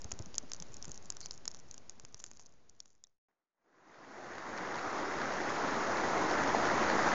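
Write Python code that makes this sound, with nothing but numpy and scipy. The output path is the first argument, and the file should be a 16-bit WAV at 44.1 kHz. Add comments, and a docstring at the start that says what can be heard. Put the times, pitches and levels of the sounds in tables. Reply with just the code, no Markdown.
"""Outdoors, in two scenes joined by a fade through silence, on a small camera with a narrow band.
First a winter hush of shaped noise: icy specks ring as damped ticks close to the microphone,
and the hand bumps the camera in soft, low thuds with a few short creaks.
Then steady summer rain on trees and lawn fades in: noise with drifting patches for the far drops,
short leaf rings for the nearer ones, and slaps with spray for the largest."""
import sys
import numpy as np
from scipy import signal
from scipy.fft import rfft, irfft, next_fast_len
from scipy.io import wavfile
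from scipy.ndimage import uniform_filter1d

SR = 44100
rng = np.random.default_rng(int(sys.argv[2]) if len(sys.argv) > 2 else 0)


def inscribe(sig):
    """Save sig as 16-bit PCM at rate SR to the path in sys.argv[1].

    A 1-D sig is mono; a 2-D sig holds one channel per row.
    Samples are clipped to [-1, 1] before scaling.
    """
    pcm = np.round(np.clip(np.atleast_2d(sig).T, -1, 1) * 32767)
    wavfile.write(sys.argv[1], SR, pcm.astype(np.int16))


N = 314854
TIME = np.arange(N) / SR
CUT_S = 3.24  # the hush gives way to the rain


def gain_of(db):
    """Logarithmic level: decibels to amplitude gain."""
    return 10 ** (np.asarray(db) / 20)


def evened(x):
    """Normalisation: scales a signal to rms 1."""
    return x / np.sqrt(np.mean(x ** 2) + 1e-20)


def read(points, hz):
    """Interpolation: reads a spectrum table along a logarithmic frequency axis."""
    point_hz, value_db = np.transpose(points)
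    return np.interp(np.log(hz + 1), np.log(point_hz + 1), value_db)


def moments(start_s, length_s, per_s):
    """Random arrivals: independent event times in a span, at a mean rate."""
    inside = (TIME >= start_s) & (TIME < start_s + length_s)
    return TIME[(rng.random(N) < per_s / SR) & inside]


def add(mix, start_s, sound):
    """Superposition: adds a sound to the mix in place from start_s."""
    part = mix[max(round(start_s * SR), 0):][:len(sound)]
    part += sound[:len(part)]


# Steep upper limit of the recorder's treble: pitch_hz, level_db
TREBLE_SHOULDER = [(6800, 0), (7200, -7), (7500, -10.5), (7800, -43.5), (8300, -63)]


def coloured(x, points):
    """Spectral shaping: filters x by a colour and the treble shoulder, then sets rms 1."""
    size = next_fast_len(N)
    hz = np.fft.rfftfreq(size, 1 / SR)
    shape_db = read(points, hz) + read(TREBLE_SHOULDER, hz)
    return evened(irfft(rfft(x, size) * gain_of(shape_db), size)[:N])


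def ping(t, hz, rise_s, phase=0):
    """Critically damped envelope on a sine: it peaks at height 1 after rise_s, then dies away."""
    u = np.maximum(t, 0) / rise_s
    return u * np.exp(1 - u) * np.sin(2 * np.pi * hz * t + phase)


# Relative noise density of the far air: pitch_hz, level_db (per Hz)
HUSH_COLOUR = [(20, 1.5), (60, -1), (200, -3), (350, -5.5), (600, -8.5), (1000, -12), (1800, -16.5),
               (3000, -21.5), (4500, -21), (6600, -19)]


def hush(level_db=-57.5):
    """Stationary noise: far, even outdoor air has a fixed spectrum and no events."""
    return gain_of(level_db) * coloured(rng.standard_normal(N), HUSH_COLOUR)


# Relative noise density of the merged far drops: pitch_hz, level_db (per Hz)
WASH_COLOUR = [(20, -18.5), (50, -15), (90, -13), (160, -6.5), (240, -2.5), (320, 0.5), (520, -2.5),
               (820, -1.5), (1300, -4), (1980, -9.5), (2400, -15.5), (3000, -22.5), (4500, -22),
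               (6700, -21)]


def wash(patchy_db=1.08, flicker_db=.45):
    """Incoherent summation: countless far drops merge into noise with drifting patches."""
    z = signal.stft(rng.standard_normal(N), nperseg=512, noverlap=384)[2]
    # smooth over neighbouring frequencies, then over time
    patches = uniform_filter1d(rng.standard_normal(z.shape), size=7, axis=0)
    patches = evened(uniform_filter1d(patches, size=18, axis=1))
    flicker = evened(uniform_filter1d(rng.standard_normal(z.shape[1]), size=8))
    z = z * gain_of(patchy_db * patches + flicker_db * flicker)
    return coloured(signal.istft(z, nperseg=512, noverlap=384)[1][:N], WASH_COLOUR)


# Relative density of the drops on leaves: pitch_hz, level_db (per Hz)
LEAF_COLOUR = [(100, -19), (400, -0.5), (900, 4), (2000, 3.5), (2450, -15.5), (3000, -15), (4500, -24.5),
               (6700, -22.5)]


def leaves(per_s=1100, spread_db=4.0, cycles=0.86, count=36):
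    """Impulse response: each nearer drop slaps one of many leaves, each with its own short ring."""
    size_db = spread_db * np.minimum(rng.exponential(1, N), 3.5)
    drops = gain_of(size_db) * (rng.random(N) < per_s / SR)
    leaf, t, out = rng.integers(0, count, N), np.arange(600) / SR, np.zeros(N)
    for k, hz in enumerate(np.geomspace(550, 6500, count)):
        slap = evened(ping(t, hz, cycles / hz)) + 0.93 * evened(ping(t, 5000, .00008))
        out += signal.oaconvolve(drops * (leaf == k), slap)[:N]
    brightened = np.diff(out, prepend=0) + 0.34 * out
    return coloured(brightened, LEAF_COLOUR)


# Soft bumps of the hand on the camera: start_s, level_db (nominal peak), pitch_hz
HAND_BUMPS = [(.048, -36.5, 80.4), (.128, -39.5, 65), (.199, -34.5, 100), (.264, -46, 180),
              (.434, -45, 247), (0.609, -44, 162), (.699, -46.5, 119), (.878, -41.5, 172), (.893, -43, 62),
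              (1.694, -49, 60), (1.978, -47, 219), (2.036, -42, 130), (2.141, -44, 115)]
# Short creaks of the case: start_s, length_s, level_db (nominal peak of the first slip), pitch_hz (mean)
CASE_CREAKS = [(1.215, .005, -47, 4450), (1.228, .025, -44.5, 4450), (1.266, .005, -46, 4480),
               (3.039, .01, -35, 3630)]
# A creak is a run of slips that weaken, each a little off pitch (share of the mean)
SLIP_S, SLIP_FALL_DB_PER_S, SLIP_DETUNE = .0065, 300, 0.044


def handling(bump_rise_s=0.0045, rub_db=-11, rub_s=0.012, creak_rise_s=0.0012, undertone_db=-14):
    """Forced vibration and stick-slip: the case thuds with a little rubbing noise, and creaks."""
    out, t = np.zeros(N), np.arange(5000) / SR
    rub_colour = [(60, -1), (300, 3), (600, -1.0), (1500, -17.5), (4000, -48.5)]
    rub = coloured(rng.standard_normal(N), rub_colour)
    for start_s, level_db, hz in HAND_BUMPS:
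        # a push on the case, then the skin slides
        push = .7 * ping(t, hz, bump_rise_s)
        slide = gain_of(rub_db) * rub[round(start_s * SR):][:len(t)] * np.exp(-t / rub_s)
        add(out, start_s, gain_of(level_db) * (push + slide))
    for start_s, length_s, level_db, mean_hz in CASE_CREAKS:
        for lag_s in np.arange(0, length_s, SLIP_S):
            hz = mean_hz * (1 + SLIP_DETUNE * rng.uniform(-0.92, 1))
            # two close modes beat over a weak one an octave down
            pair = sum(ping(t, hz * detune, creak_rise_s, 2 * np.pi * rng.random())
                       for detune in (.955, 1.045))
            slip = 0.85 * pair + gain_of(undertone_db) * ping(t, hz / 2, creak_rise_s)
            add(out, start_s + lag_s, gain_of(level_db - SLIP_FALL_DB_PER_S * lag_s) * slip)
    return out


def speck(level_db, hz, body_db, rise_s=0.00013, rebound=0.7, body_hz=1050, shell_hz=2750,
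          shell_db=-3, body_rise_s=0.00021, scatter_db=-26, scatter_s=.003):
    """Modal impact: a hard speck gives a bright ring, a quick rebound, two dull modes and scatter."""
    t = np.arange(800) / SR
    lag, a, b, c, d, detune, stiff, lively = rng.random(8)
    ring = ping(t, hz, rise_s, 2 * np.pi * a)
    # the rebound, within a millisecond, cuts different notches into every tick
    again = ping(t - .0004 - 0.000595 * lag, hz, rise_s, 2 * np.pi * b)
    ring = ring + rebound * (.5 + lively) * again
    scatter = np.convolve(rng.standard_normal(len(t)), ping(t, hz, rise_s))[:len(t)]
    ring = ring + gain_of(scatter_db) * evened(scatter) * np.exp(-t / scatter_s)
    # so small a source radiates no bass
    ring = signal.lfilter(*signal.butter(2, 3800, "high", fs=SR), ring)
    body = ping(t, body_hz * 2 ** (detune - .5), body_rise_s, np.pi * (c - .5) / 2)
    shell = ping(t, shell_hz * (0.87 + 0.44 * stiff), body_rise_s, 2 * np.pi * d)
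    body = body + gain_of(shell_db) * shell
    one_ms = np.sqrt(SR / 1000 / len(t))  # refers the ring's energy to one millisecond
    return gain_of(level_db) * one_ms * (evened(ring) + gain_of(body_db) * evened(body))


# Loudest close ticks: start_s, level_db (ring over one millisecond, before the fade),
# pitch_hz (ring), body_db (dull body relative to the ring)
CLOSE_TICKS = [(0.0177,-42,6250,-26), (0.0442,-37,6440,-16), (.117,-34.5,6570,-4), (.1201,-28.5,6430,-13),
               (.191,-39,6340,-10), (.344,-41,5300,-4), (.354,-39,6540,-24), (.382,-20.5,6530,-21),
               (0.5181,-33,5660,-8.5), (0.5348,-29.5,6400,-18), (.5467,-42,5800,-12), (0.601,-37,6300,-26),
               (0.6238,-35.5,6400,-11.5), (.7428,-39,6800,-23), (0.7683,-40,6350,-22),
               (.826,-34.5,6100,-34), (.8449,-41,6400,-4.5), (.8541,-37.5,6550,-15), (0.9174,-33,6900,-23),
               (.9767,-39,6200,-26), (1.1028,-24.5,6560,-16), (1.123,-41,6100,-10), (1.1686,-37,6300,-11),
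               (1.2058,-36,6400,-24), (1.2128,-38,6200,-10), (1.259,-31,6270,-12.5),
               (1.3097,-29.5,5130,-13.5), (1.3773,-42.5,6300,-22), (1.455,-34,6400,-9),
               (1.4787,-21.5,5900,-16.5), (1.5465,-37.5,6020,-8.5), (1.7121,-32,6750,-32),
               (1.7428,-36,6660,-16), (1.7798,-37,6200,-11), (1.8963,-29.5,6560,-19), (1.9982,-37,6280,-9),
               (2.0503,-35,6200,-8), (2.1447,-30,5900,-13.5), (2.201,-34.5,6460,-11), (2.2408,-25,6900,-11),
               (2.264,-34,6600,-17), (2.3143,-35,6570,-7.5), (2.3957,-38,5700,-4), (2.461,-38.5,5600,-21),
               (2.6965,-34,6400,-26), (2.8031,-20.5,5650,-20), (2.8576,-36.5,6250,-7.5),
               (3.0396,-18,6400,-22.5), (3.07,-34,6020,-11)]
# Flurries of fainter specks: start_s, length_s, rate_per_s, level_db (of the weakest)
SPECK_FLURRIES = [(0.931, .14, 69, -54.5), (1.202, .16, 130, -54.5), (1.5, .13, 80, -53),
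                  (2.17, .31, 220, -53.5), (2.76, 0.192, 185, -55.5)]
# Stray specks fall throughout the hush; the level is that of the weakest
STRAY_PER_S, STRAY_DB = 28, -56.5


def ticks(spread_db=4.5, faint_hz=6500, faint_body_db=-17, faint_edge_hz=7450):
    """Random impacts: close ticks over a slightly duller patter of faint ones with flurries."""
    close, faint = np.zeros((2, N))
    for start_s, level_db, hz, body_db in CLOSE_TICKS:
        add(close, start_s, speck(level_db, hz, body_db))
    for start_s, length_s, per_s, level_db in [(0, CUT_S, STRAY_PER_S, STRAY_DB), *SPECK_FLURRIES]:
        for moment_s in moments(start_s, length_s, per_s):
            size_db = spread_db * min(rng.exponential(), 3)
            hz = faint_hz * rng.uniform(.92, 1.08)
            add(faint, moment_s, speck(level_db + size_db, hz, faint_body_db))
    return close + signal.oaconvolve(faint, signal.firwin(201, faint_edge_hz, fs=SR), "same")


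# Largest drops: start_s, level_db (slap's envelope peak, before the fade), pitch_hz,
# bright_db (added to the common spray level)
LARGE_SPLATS = [(4.382, -22.5, 1500, -3), (4.576, -31, 1690, 7.5), (4.652, -21, 1010, -10),
                (4.792, -22.5, 1530, -7), (6.314, -20.5, 706, -11), (6.548, -17, 830, -21),
                (6.9, -21.5, 1700, -9)]
# Lesser drops land at random, their pitch spread around SPLAT_HZ
SPLATS_PER_S, SPLAT_DB, SPLAT_HZ, SPLAT_BRIGHT_DB = 4, -25, 1110, -5
RAIN_DB = -31.5  # common gain of wash and leaves


def rain(wash_db=-1, leaves_db=-7.5, splat_rise_s=0.00054, spray_db=-9, spray_s=0.001):
    """Impact and spray: large drops slap and fizz close by, over a steady wash and leaf patter."""
    out = gain_of(RAIN_DB) * (gain_of(wash_db) * wash() + gain_of(leaves_db) * leaves())
    t = np.arange(700) / SR
    fizz_colour = [(300, -18.5), (2000, 1), (4500, -2.5), (6700, -3)]
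    fizz = coloured(rng.standard_normal(N), fizz_colour)
    lesser = [(start_s, SPLAT_DB, SPLAT_HZ * 2 ** rng.uniform(-0.55, 0.69), SPLAT_BRIGHT_DB)
              for start_s in moments(CUT_S, N / SR, SPLATS_PER_S)]
    for start_s, level_db, hz, bright_db in [*LARGE_SPLATS, *lesser]:
        slap = ping(t, hz, splat_rise_s)
        grain = fizz[round(start_s * SR) - len(t):][:len(t)]
        spray = grain * t / spray_s * np.exp(1 - t / spray_s)
        add(out, start_s, gain_of(level_db) * (slap + gain_of(spray_db + bright_db) * spray))
    return out


FADE_OUT_S, SILENT_S, REOPEN_S = .73, 3.19, 3.285
# The rain shows faintly for a moment, dying with this time constant, before its fade opens
GLIMPSE_DB, GLIMPSE_S = -52, 0.12
# The fade in opens along an S curve while a steady climb passes 0 dB at UNITY_S and goes on rising
FADE_IN_S, OPEN_S, OPEN_POWER, CLIMB_DB_PER_S, UNITY_S = 3.485, 1.013, 2.33, 3.5, 6.5


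def fade():
    """Amplitude envelope: a straight fade to silence, a faint glimpse, then an S-shaped opening."""
    closing = np.interp(TIME, [FADE_OUT_S, SILENT_S], [1, 0])
    glimpse = gain_of(GLIMPSE_DB) * np.exp(-abs(TIME - REOPEN_S) / GLIMPSE_S) * (TIME > REOPEN_S)
    opening = 1 - np.exp(-(np.maximum(TIME - FADE_IN_S, 0) / OPEN_S) ** OPEN_POWER)
    return closing + glimpse + opening * gain_of(CLIMB_DB_PER_S * (TIME - UNITY_S))


def scene():
    """Succession: the winter hush up to CUT_S, then the rain."""
    winter = hush() + handling() + ticks()
    return np.where(TIME < CUT_S, winter, rain())[None]


def record(dry, offset=-.0066, soft_edge_hz=7400, edge_hz=8269):
    """Band limiting: the recorder softens the treble and adds an offset; then fade and final edge."""
    soft = signal.oaconvolve(dry, signal.firwin(121, soft_edge_hz, fs=SR)[None], "same")
    faded = (soft + offset) * fade()
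    band = signal.firwin(255, edge_hz, window=("kaiser", 8), fs=SR)
    return signal.oaconvolve(faded, band[None], "same")


dry = scene()
out = record(dry)
inscribe(out)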